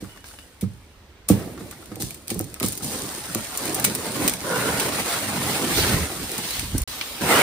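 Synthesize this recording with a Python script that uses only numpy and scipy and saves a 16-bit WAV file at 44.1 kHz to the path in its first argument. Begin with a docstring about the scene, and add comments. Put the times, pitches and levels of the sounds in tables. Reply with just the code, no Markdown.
"""Leaves stir and woody knocks grow into a hard chop: someone up a fan palm is cutting a leaf stalk.
The main chops open with a crack of fibres, then a thud; the stalk tears and the big frond falls.
It scrapes down through the dry crown, sweeps past the microphone with puffs of air and settles.
After a brief silence another frond starts to slide. Behind it all lie a light breeze and the low
hum of the forest, with one thin, far-off note near the start."""
import sys
import numpy as np
from scipy import signal
from scipy.fft import rfft, irfft
from scipy.io import wavfile
from scipy.ndimage import uniform_filter1d

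SR = 44100
rng = np.random.default_rng(int(sys.argv[2]) if len(sys.argv) > 2 else 0)


def to_wav(s):
    """Save 16-bit WAV."""
    ch = np.atleast_2d(s).T  # columns
    pcm = np.round(np.clip(ch, -1, 1) * 32767)  # PCM
    wavfile.write(sys.argv[1], SR, pcm.astype(np.int16))


N = 327222
TIME = np.arange(N) / SR
BINS = np.fft.rfftfreq(N, 1 / SR)


# blows on the stalk: (time [s], level [dB], pitch [factor], soft-blow roll-off [Hz],
# ring time [factor], mode damped because the blow lands on its node [Hz])
BLOWS = [(0.016, -25.5, 1.07, 535, 0.75, 1150), (0.62, -11.5, 1.054, 316, 0.77, 296),
         (1.296, -0.5, 1.054, 2000, 0.6, 370), (1.601, -30, 1.06, 1500, 0.91, 1150),
         (1.91, -29, 1.09, 1200, 1, 1150), (1.962, -31.5, 1.67, 1500, 0.58, 1150),
         (2.022, -18.5, 0.71, 610, 0.67, 1150), (2.308, -22.5, 1.2, 1500, .9, 1150),
         (2.353, -17, 0.94, 1400, 0.59, 284), (2.398, -15.5, 1.13, 810, 0.58, 192),
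         (2.607, -20, 1.35, 2700, 0.52, 1150), (2.634, -13, 1.08, 2500, 0.53, 1150),
         (3.348, -19, 1.18, 2500, 0.76, 1150), (4.239, -14.5, 1.02, 2000, 0.43, 1150)]
# bending modes of the stalk: (base pitch [Hz], level [dB], base t60 [s])
STALK_MODES = [(95.8, 1, 0.14), (117.2, -10, 0.28), (185, 1.5, 0.12), (287, 3, 0.073), (356, -1.5, 0.057),
               (459.6, -7, 0.09), (645, -8.5, 0.033), (1130, -23, 0.042)]
# the chops sit slightly right; rows left, right: (gain [dB])
CHOP_PAN_DB = [
    [-1.5],
    [1.5],
]
def chops(travel_s=0.00423, rise_s=0.0035, reference_hz=200):
    """Each blow bends the stalk; high bending waves travel faster, so the thud sweeps downward."""
    thuds, t = np.zeros(N), TIME[:SR // 2]
    for start, db, pitch, soft_hz, ringing, node_hz in BLOWS:
        for hz, mode_db, t60 in STALK_MODES:
            height = hz * pitch / reference_hz
            age = np.maximum(t - travel_s / np.sqrt(height), 0)
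            attack = 1 - np.exp(-(age * height / (2 * rise_s)) ** 2)
            fade = amp(db + mode_db - 60 * age / (t60 * ringing))
            softness = 1 / np.sqrt(1 + (hz / soft_hz) ** 6)
            node_dip = 1 - .75 * np.exp(-(np.log2(hz / node_hz) / .2) ** 2)
            tone = np.sin(2 * np.pi * hz * pitch * age)
            add(thuds, start, attack * fade * softness * node_dip * tone)
    mid, side = forest_echo(np.array([thuds, np.zeros(N)]), wet_db=-13)
    return np.array([mid + side / 2, mid - side / 2]) * amp(CHOP_PAN_DB)


# fibres breaking: (time [s], level [dB], decay [s], woody ring against that level [dB])
FIBRE_SNAPS = [(0.61, -31.5, 0.013, -5), (1.284, -30, 0.003, -6), (1.2874, -12.5, 0.0052, -11.5),
               (1.298, -27.5, 0.033, -4.5), (1.711, -29, 0.0035, -7.5), (1.858, -37, 0.0025, -3),
               (1.957, -30, 0.0025, -5), (2.023, -9.5, 0.00067, -6), (2.107, -27.5, 0.0039, -4),
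               (2.144, -32, 0.0053, -9), (2.274, -36, 0.0045, -4), (2.2805, -19, 0.0016, -9),
               (2.293, -34, 0.0061, 1), (2.302, -22, 0.01, -4.5), (2.344, -22, 0.002, -20),
               (2.393, -8, 0.00054, -14), (2.4105, -17, 0.0012, -39), (2.442, -30, 0.0033, -17),
               (2.5423, -19.5, 0.00089, -3), (2.6001, -14.5, 0.00094, -2), (2.6288, -18, 0.0028, 0),
               (2.636, -26, 0.0017, -3), (2.651, -19, 0.002, -9), (2.66, -21, 0.0071, -14),
               (2.684, -15, 0.0028, -23), (2.722, -20, .0015, -15), (2.727, -29, 0.0084, -7),
               (2.753, -22, 0.00087, -14), (2.775, -23.5, 0.006, -14), (2.844, -18, 0.0023, -29),
               (3.348, -9, 0.0015, -6), (3.574, -14.5, 0.0042, -35), (3.655, -20, 0.0025, -10),
               (3.745, -17.5, 0.0085, -27), (3.798, -17.5, 0.0032, -19), (3.8428, -7.5, 0.0023, -6),
               (3.8458, -12.5, 0.012, -13), (3.849, -12, 0.0013, -9), (3.9497, -18.5, 0.0064, -9),
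               (4.2782, -6.5, 0.003, -8.5), (4.283, -13.5, 0.0028, -6), (4.296, -11, 0.0016, -5),
               (4.3368, -18, 0.0026, -3), (4.797, -17, 0.0076, -2.5), (6.3167, -19.5, .002, -11),
               (6.38, -19, 0.0041, -16), (6.5073, -19, .002, -4), (6.595, -15, 0.0021, -3.5),
               (6.78, -18, 0.0054, -16), (6.818, -21, 0.0022, -8), (7.011, -34, 0.0043, 21.5)]
# EQ of the bright crack and of its woody body: (frequency [Hz], level [dB])
CRACK_EQ = [(200, -12), (900, -22), (3000, -18.5), (6000, 1), (9000, 7.5), (12000, 3), (15500, 5.5)]
WOOD_EQ = [(400, -16), (1200, -9), (2000, -0.5), (3000, 1), (4500, -0.5), (9000, -37)]
# resonances of the split stalk: (frequency [Hz], width [Hz], level [dB])
SPLIT_MODES = [(1280, 70, -3), (2390, 440, 4)]
def snaps(rise_s=0.0003, brittle_s=.0015, brittle_db=6):
    """A snap is a crack and a quick run of breaking fibres that also rings the split stalk."""
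    (crack_gain, wood_gain, clicks), t = np.zeros((3, N)), TIME[:SR // 5]
    for start, db, decay, woody_db in FIBRE_SNAPS:
        burst = amp(db) * (1 - np.exp(-t / rise_s)) * np.exp(-t / decay)
        add(crack_gain, start, burst)
        add(wood_gain, start, burst * amp(woody_db))
        # the shortest snaps open with one clean click
        add(clicks, start, amp([db + brittle_db]) * np.exp(-decay / brittle_s))
    fibres = noise() * grains(per_s=1800, spread_db=1.5, decay_s=.0005, smooth=.68)
    crack = amp(2) * colour(fibres * crack_gain + [clicks, np.zeros(N)], CRACK_EQ)
    body = amp(-4.5) * colour(fibres * wood_gain, WOOD_EQ)
    split = amp(-11.5) * ring(fibres * wood_gain, SPLIT_MODES)
    return forest_echo(crack + body, wet_db=-9) + split


# the frond tips over, drops and settles: (time [s], rubbing [dB], extra blade flap [dB])
FALL_CURVE = [(2.8, -58, 13), (2.9, -41, 4.5), (3.55, -41.5, -7.5), (3.66, -36, 0), (3.8, -36, 3.5),
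              (3.97, -41, 5.5), (4.15, -37.5, 5), (4.25, -31, 2.5), (4.379, -45.5, 3.5), (4.56, -31.5, 0),
              (5.0, -33, -1.5), (5.12, -31, -10.5), (5.34, -34.5, 1), (5.51, -31, 0), (5.66, -32, 1),
              (5.918, -28, -1.5), (6.1, -39, 0), (6.401, -41.5, 2), (6.84, -46, -16)]
# rows blades, ribs, tips: (level at middling rubbing [dB], slope [dB per dB of rubbing])
RUB_RESPONSE = [(-36, 0.99), (-36.5, 1.0), (-36.5, 0.67)]
def falling_frond(middling_db=-36, swish_db=1.4, swish_s=.035):
    """Gains of blades, ribs and tips as the frond falls; ribs catch and let go, so it rubs unevenly."""
    times, rub_db, flap_db = np.transpose(FALL_CURVE)
    catching = swish_db * wander(swish_s)
    rub = level(times, rub_db) * amp(catching - middling_db)
    blades, ribs, tips = [amp(db) * rub ** slope for db, slope in RUB_RESPONSE]
    return np.array([blades * level(times, flap_db), ribs, tips])


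# jolts and tugs on the stalk: (time [s], level [dB], decay [s], blades offset [dB], tips offset [dB])
JOLTS = [(0.0, -52, 0.19, 1, 0.5), (0.25, -57, 0.18, 1, 8.5), (0.62, -62.5, 0.28, 3, 1),
         (1.29, -43, 0.19, 13, -4.5), (1.59, -54.5, 0.86, 7.5, 2), (1.997, -50, 0.076, 14.5, 16),
         (2.289, -51.5, 0.22, 11.5, 7), (2.623, -41, 0.099, 6, 9), (2.82, -52, 0.25, 14, 17),
         (7.207, -30.5, 0.16, 1.5, -5)]
def shaken_crown(rise_s=0.004):
    """Gains of blades, ribs and tips: each jolt sets them going, and they calm down again."""
    power = np.zeros((3, N))
    for start, db, decay, blades_db, tips_db in JOLTS:
        age = np.maximum(TIME - start, 0)
        jolt = (1 - np.exp(-age / rise_s)) * np.exp(-age / decay)
        power += (amp([[db + blades_db], [db], [db + tips_db]]) * jolt) ** 2
    return np.sqrt(power)


CREEP_START_S = 6.87
# the second frond; rows blades, ribs, tips: (creeping level [dB], full-speed level [dB])
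SECOND_FROND_DB = [(-50.5, -29.5), (-44.5, -20.5), (-49, -27.5)]
def second_frond(give_way_s=7.19, speed_up_s=0.12):
    """Gains of blades, ribs and tips as another frond creeps, gives way and picks up speed."""
    speed = np.clip((TIME - give_way_s) / speed_up_s, 0, 1)
    gains = np.array([amp(slow + (fast - slow) * speed) for slow, fast in SECOND_FROND_DB])
    return gains * (TIME > CREEP_START_S)


# rustle bed in the light breeze: (blades [dB], ribs [dB], tips [dB])
BREEZE_DB = (-63.5, -61, -92)
# leaflets sliding as they settle: (peak time [s], level [dB], rise [s], fall [s])
LEAFLET_SLIDES = [(4.81, -35, 0.017, 0.04), (5.11, -34, 0.06, 0.099), (5.51, -31.5, 0.05, 0.058),
                  (5.78, -24, 0.049, 0.083), (6.55, -32, 0.27, 0.14)]
# EQ of the low flap, mid scrape, crisp crackle and hissing slide: (frequency [Hz], level [dB])
FLAP_EQ = [(30, -72), (70, -7), (120, 0), (200, 0), (310, 1), (500, -6.5), (800, -13), (1600, -28)]
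SCRAPE_EQ = [(150, -56), (400, -3), (700, -1.5), (1400, -2.5), (2200, -3), (3500, -10), (6000, -21.5),
             (14000, -19)]
CRACKLE_EQ = [(800, -55), (2500, -7.5), (4200, 2), (6000, -1), (8500, 3), (11000, 0.5), (13500, -3.5),
              (15500, -6.5)]
SLIDE_EQ = [(1200, -14), (2600, -1), (4000, 0.5), (5500, -3.5), (9000, -6.5)]
def leaves():
    """Broad blades flap, ribs scrape over each other, dry tips tick and leaflets slide."""
    breeze = amp(BREEZE_DB)[:, None]
    power = breeze ** 2 + shaken_crown() ** 2 + falling_frond() ** 2 + second_frond() ** 2
    blades, ribs, tips = np.sqrt(power)
    sliding = swells(LEAFLET_SLIDES) + amp(-39) * (TIME > CREEP_START_S)
    flapping = grains(per_s=300, spread_db=1.8, decay_s=.005, smooth=.65)
    scraping = grains(per_s=1400, spread_db=2.1, decay_s=.003, smooth=.68)
    ticking = grains(per_s=1600, spread_db=2.6, decay_s=.001, smooth=.6)
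    flap = colour(leaf_hiss(patchy_db=3) * flapping * blades, FLAP_EQ)
    scrape = colour(leaf_hiss(patchy_db=3) * scraping * ribs, SCRAPE_EQ)
    crackle = colour(leaf_hiss(patchy_db=2.3) * ticking * tips, CRACKLE_EQ)
    slide = colour(leaf_hiss(patchy_db=3) * scraping * sliding, SLIDE_EQ)
    return amp(2.5) * flap + amp(3.5) * scrape + amp(4.5) * crackle + amp(4) * slide


def leaf_hiss(patchy_db):
    """Two noises with shared narrow, short patches, as different leaflets ring in turn."""
    spectra = signal.stft(noise(), nperseg=1024, noverlap=768)[2]
    patches = uniform_filter1d(rng.standard_normal(spectra.shape[1:]), size=4, axis=0)
    patches = unit(uniform_filter1d(patches, size=9, axis=1))
    hiss = signal.istft(spectra * amp(patchy_db * patches), nperseg=1024, noverlap=768)[1]
    return unit(hiss[:, :N])


# each broad fan dragging over its neighbours: (time [s], level [dB])
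DRAG_CURVE = [(4.44, -32.5), (4.52, -25.5), (4.57, -26.5), (4.68, -28.5), (4.85, -35.5), (5.1, -74),
              (7.18, -66), (7.25, -32), (7.36, -24), (7.42, -23)]
# resonances of the fan: (frequency [Hz], width [Hz], level [dB])
FAN_MODES = [(503, 240, -2), (1000, 190, -4.5), (1440, 240, -3)]
def fan_drag(flex_share=.022, flex_s=.16):
    """Ribs catch and slip on the pleated fan, a stiff sheet whose ring wavers in pitch as it flexes."""
    slips = noise() * grains(per_s=1400, spread_db=1.8, decay_s=.002, smooth=.75)
    flexed_clock = np.cumsum(1 + flex_share * wander(flex_s))
    sheet = [np.interp(flexed_clock, np.arange(N), side, period=N) for side in ring(slips, FAN_MODES)]
    return np.array(sheet) * level(*np.transpose(DRAG_CURVE))


# gusts from the passing fan: (peak time [s], level [dB], rise [s], fall [s])
GUSTS = [(5.81, -24, 0.036, 0.045), (5.94, -17.5, 0.023, 0.025), (6.03, -23, 0.027, 0.017),
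         (6.24, -38, 0.051, 0.039), (6.64, -31, 0.054, 0.03), (6.76, -23, 0.032, 0.04)]
# EQ of their rumble: (frequency [Hz], level [dB])
GUST_EQ = [(15, -30), (28, -9), (45, -1), (80, 0.5), (150, -8), (300, -17), (900, -48)]
# single puffs: (time [s], level [dB], pitch [Hz], decay [s])
PUFFS = [(5.928, -20, 58, 0.015), (6.631, -23.5, 293, 0.0036), (6.744, -15, 112, 0.012),
         (6.75, -12.5, 272, 0.0054), (6.772, -22, 71, 0.035), (6.811, -14.5, 56.5, 0.016)]
def pushed_air():
    """The passing fan pushes turbulent air and a few single puffs at the microphone."""
    air, t = amp(1) * colour(noise(), GUST_EQ) * swells(GUSTS), TIME[:SR // 5]
    for start, db, hz, decay in PUFFS:
        add(air[0], start, amp(db) * np.exp(-t / decay) * np.sin(2 * np.pi * hz * t))
    return air


# woody taps of dry ribs and stalks: (time [s], level [dB], pitch [Hz], decay [s])
RIB_TAPS = [(0.0456, -36.5, 1370, 0.0044), (0.094, -40.5, 1460, 0.0055), (0.162, -40, 1140, .005),
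            (0.174, -34, 1730, 0.0044), (0.2424, -31, 1630, 0.0052), (0.312, -39, 1520, .005),
            (0.338, -38, 850, 0.0059), (0.388, -33, 2780, 0.0044), (0.639, -38.5, 1250, 0.0053),
            (1.288, -29, 1150, .007), (1.302, -25, 786, .009), (1.393, -36, 634, 0.01),
            (1.425, -36, 1290, 0.011), (1.577, -34.5, 1370, 0.0085), (1.608, -37, 1240, 0.0065),
            (1.714, -38, 1160, 0.0075), (1.726, -36, 1384, .008), (1.825, -37, 1360, 0.0071),
            (1.917, -34.5, 1254, .01), (2.306, -36, 1220, 0.0049), (2.402, -31.5, 752, 0.0075),
            (2.607, -28.5, 1244, 0.014), (2.561, -38, 1290, 0.011), (2.639, -25, 1250, 0.0065),
            (2.808, -34, 1260, 0.011), (3.35, -25.5, 1150, 0.0083), (3.846, -13, 2304, 0.0071),
            (7.013, -25, 2380, .008)]
# modes of a rib: (pitch [factor], level [dB])
RIB_MODES = [(.62, -12), (.87, -12.5), (1, -3), (1.27, -14), (1.7, -12.5)]
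# EQ of the dry rattle: (frequency [Hz], level [dB])
RATTLE_EQ = [(300, -19), (1300, 0), (2500, -6), (4700, -8), (9000, -16)]
def rib_taps(decay_share=0.93):
    """Each tap rings a rib briefly at its own pitch, with a little rattle; the side modes die sooner."""
    taps, t = np.zeros(N), TIME[:SR // 12]
    for start, db, hz, decay in RIB_TAPS:
        for ratio, mode_db in RIB_MODES:
            life = decay * decay_share ** abs(np.log2(ratio))
            add(taps, start, amp(db + mode_db) * np.exp(-t / life) * np.sin(2 * np.pi * hz * ratio * t))
    rattle = np.abs(signal.hilbert(taps)) * colour(noise(), RATTLE_EQ)
    return forest_echo(np.array([taps, np.zeros(N)]) + amp(-5) * rattle, wet_db=-8)


# EQ of the brittle ticks and of the papery crinkle: (frequency [Hz], level [dB])
TICK_EQ = [(800, -20), (2000, -4), (5000, 0), (9000, 4), (12000, -1), (15500, -7)]
CRINKLE_EQ = [(700, -13), (2000, 0), (5000, -1), (9000, -3), (12000, -13), (15500, -22)]
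def ticks_and_crinkle(tear_from_s=2.6, tear_to_s=4.35):
    """Tips and fibres flick as the stalk jolts and tears; dry leaflets buckle in clumps in the fall."""
    flicks = noise() * grains(per_s=90, spread_db=3, decay_s=.0011, smooth=0)
    tearing = amp(-44.5) * (TIME > tear_from_s) * (TIME < tear_to_s)
    clumps = grains(per_s=30, spread_db=1, decay_s=.025, smooth=.1)
    buckling = noise() * clumps * grains(per_s=170, spread_db=2, decay_s=.0009, smooth=0)
    falling_tips, shaken_tips = falling_frond()[2], shaken_crown()[2]
    crinkle = colour(buckling * falling_tips * amp(-6), CRINKLE_EQ)
    ticks = colour(flicks * (amp(-5) * shaken_tips + tearing), TICK_EQ)
    return crinkle + ticks


# fader curve of the far-off note: (time [s], level [dB])
NOTE_CURVE = [(.09, -50), (.14, -55.5), (.2, -59), (.36, -63), (.41, -60), (.44, -53)]
def far_note(hz=2936, width_hz=90):
    """A faint bird or insect holds one narrow, wavering whistle, blurred by distance."""
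    return ring(noise(), [(hz, width_hz, 0)]) * level(*np.transpose(NOTE_CURVE))


# EQ of the forest bed: (frequency [Hz], level [dB])
FOREST_EQ = [(20, -7), (45, -3.5), (72, 2), (130, -16.5), (300, -14), (1000, -30.5), (3500, -26.5),
             (8000, -35), (15000, -72)]
def forest_hum():
    """The forest's steady low hum, with a trace of hiss above it."""
    return amp(-50) * colour(noise(), FOREST_EQ)


# reverb among the trees: (frequency [Hz], t60 [s])
ECHO_DECAY = [(100, 0.42), (300, 0.2), (1000, 0.084), (4000, 0.18), (14000, 0.044)]
def forest_echo(x, wet_db, echoes_per_s=3000, build_s=0.0044):
    """Trunks and foliage scatter the first signal into both; the bass lingers longest."""
    echoes = rng.standard_normal((2, SR)) * (rng.random((2, SR)) < echoes_per_s / SR)
    hz, t, spectra = signal.stft(echoes, SR, nperseg=256)
    fade = amp(-60 * t / curve_at(ECHO_DECAY, hz)[:, None])
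    tail = signal.istft(spectra * fade, SR, nperseg=256)[1][:, :SR]
    tail *= 1 - np.exp(-TIME[:SR] / build_s)
    tail /= np.linalg.norm(tail[0])
    return x + amp(wet_db) * signal.fftconvolve(x[:1], tail, axes=1)[:, :N]


# stereo image of the two microphone ports: (frequency [Hz], likeness [0-1])
PORT_LIKENESS = [(100, .96), (250, .94), (450, .8), (1000, .78), (2000, .15), (6000, .05), (7500, .52),
                 (9200, .86), (11500, .96), (15000, .93)]
# their balance: (frequency [Hz], right over left [dB])
PORT_BALANCE = [(50, 2), (250, 3), (1000, 1.4), (3000, 1), (6000, 2.5), (9000, -1), (15000, 0)]
def microphone_ports(x, lead_ms=0.2158, treble_hz=2300):
    """Left hears the first signal; right hears a blend of both, the shared treble a little earlier."""
    left, other = rfft(x)
    likeness, balance_db = curve_at(PORT_LIKENESS, BINS), curve_at(PORT_BALANCE, BINS)
    lead = np.exp(2j * np.pi * BINS * lead_ms / 1000 * (BINS > treble_hz))
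    right = likeness * left * lead + np.sqrt(1 - likeness ** 2) * other
    return irfft(np.array([left * amp(-balance_db / 2), right * amp(balance_db / 2)]), N)


def grains(per_s, spread_db, decay_s, smooth):
    """Envelope of many tiny contacts, a few of them large, over a smooth share of distant ones."""
    sizes = amp(spread_db * np.minimum(rng.exponential(1, N), 4.5))
    contacts = sizes * (rng.random(N) < per_s / SR)
    power = signal.lfilter([1], [1, -np.exp(-2 / (decay_s * SR))], contacts ** 2)
    return np.sqrt(smooth + (1 - smooth) * power / power.mean())


def swells(rows):
    """Gain over time of swells that grow to a peak and die away."""
    return sum(amp(db) * np.exp(-np.maximum((peak - TIME) / rise, (TIME - peak) / fall))
               for peak, db, rise, fall in rows)


def wander(bump_s):
    """Smooth random movement of rms 1, with bumps about bump_s long."""
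    return unit(signal.oaconvolve(rng.standard_normal(N), np.hanning(round(bump_s * SR)), "same"))


def ring(x, modes):
    """Passes a sound through a few resonances, keeping the power of white noise."""
    response = sum(amp(db) / (1 + 2j * (BINS - hz) / width) ** 2 for hz, width, db in modes)
    return irfft(rfft(x) * response / np.sqrt(np.mean(np.abs(response) ** 2)), N)


def colour(x, eq):
    """Filters by an EQ curve, keeping the power of white noise."""
    return irfft(rfft(x) * unit(amp(curve_at(eq, BINS))), N)


def curve_at(points, hz):
    """Reads a curve over frequency, joined on a log axis."""
    frequencies, values = np.transpose(points)
    return np.interp(np.log(hz + 1), np.log(frequencies + 1), values)


def level(times, db):
    """Gain over time from a fader curve, silent outside it."""
    return amp(np.interp(TIME, times, db, left=-120, right=-120))


def add(mix, start_s, sound):
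    """Mixes a sound in at its start time."""
    part = mix[..., max(round(start_s * SR), 0):][..., :sound.shape[-1]]
    part += sound[..., :part.shape[-1]]


def noise():
    """Two independent white noises."""
    return rng.standard_normal((2, N))


def amp(db):
    """Decibels to gain."""
    return 10 ** (np.asarray(db) / 20)


def unit(x):
    """Scales to rms 1."""
    return x / np.sqrt(np.mean(x ** 2) + 1e-20)


def scene():
    """The chops, the breaking stalk and the falling fronds over the forest bed."""
    bed = forest_hum()
    blows = chops()
    palm = snaps() + rib_taps() + leaves() + ticks_and_crinkle() + fan_drag() + pushed_air()
    return blows + microphone_ports(palm + far_note() + bed)


def record(dry, low_cut_hz=32, ceiling=.92, high_cut_hz=15650):
    """Deep bass and top treble fall away and peaks are rounded; for an instant the sound drops out."""
    trimmed = signal.sosfilt(signal.butter(2, low_cut_hz, "highpass", fs=SR, output="sos"), dry)
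    rounded = trimmed / (1 + (trimmed / ceiling) ** 8) ** (1 / 8)
    # a quick fade-in, and the sound drops out for an instant at 6.84 s
    gate = np.interp(TIME, [0, .003, .012, 6.836, 6.840, 6.8755, 6.8765], [0, .1, 1, 1, 0, 0, 1])
    high_cut = signal.firwin(255, high_cut_hz, window=("kaiser", 8), fs=SR)
    return signal.oaconvolve(rounded * gate, high_cut[None], "same")


dry = scene()
out = record(dry)
to_wav(out)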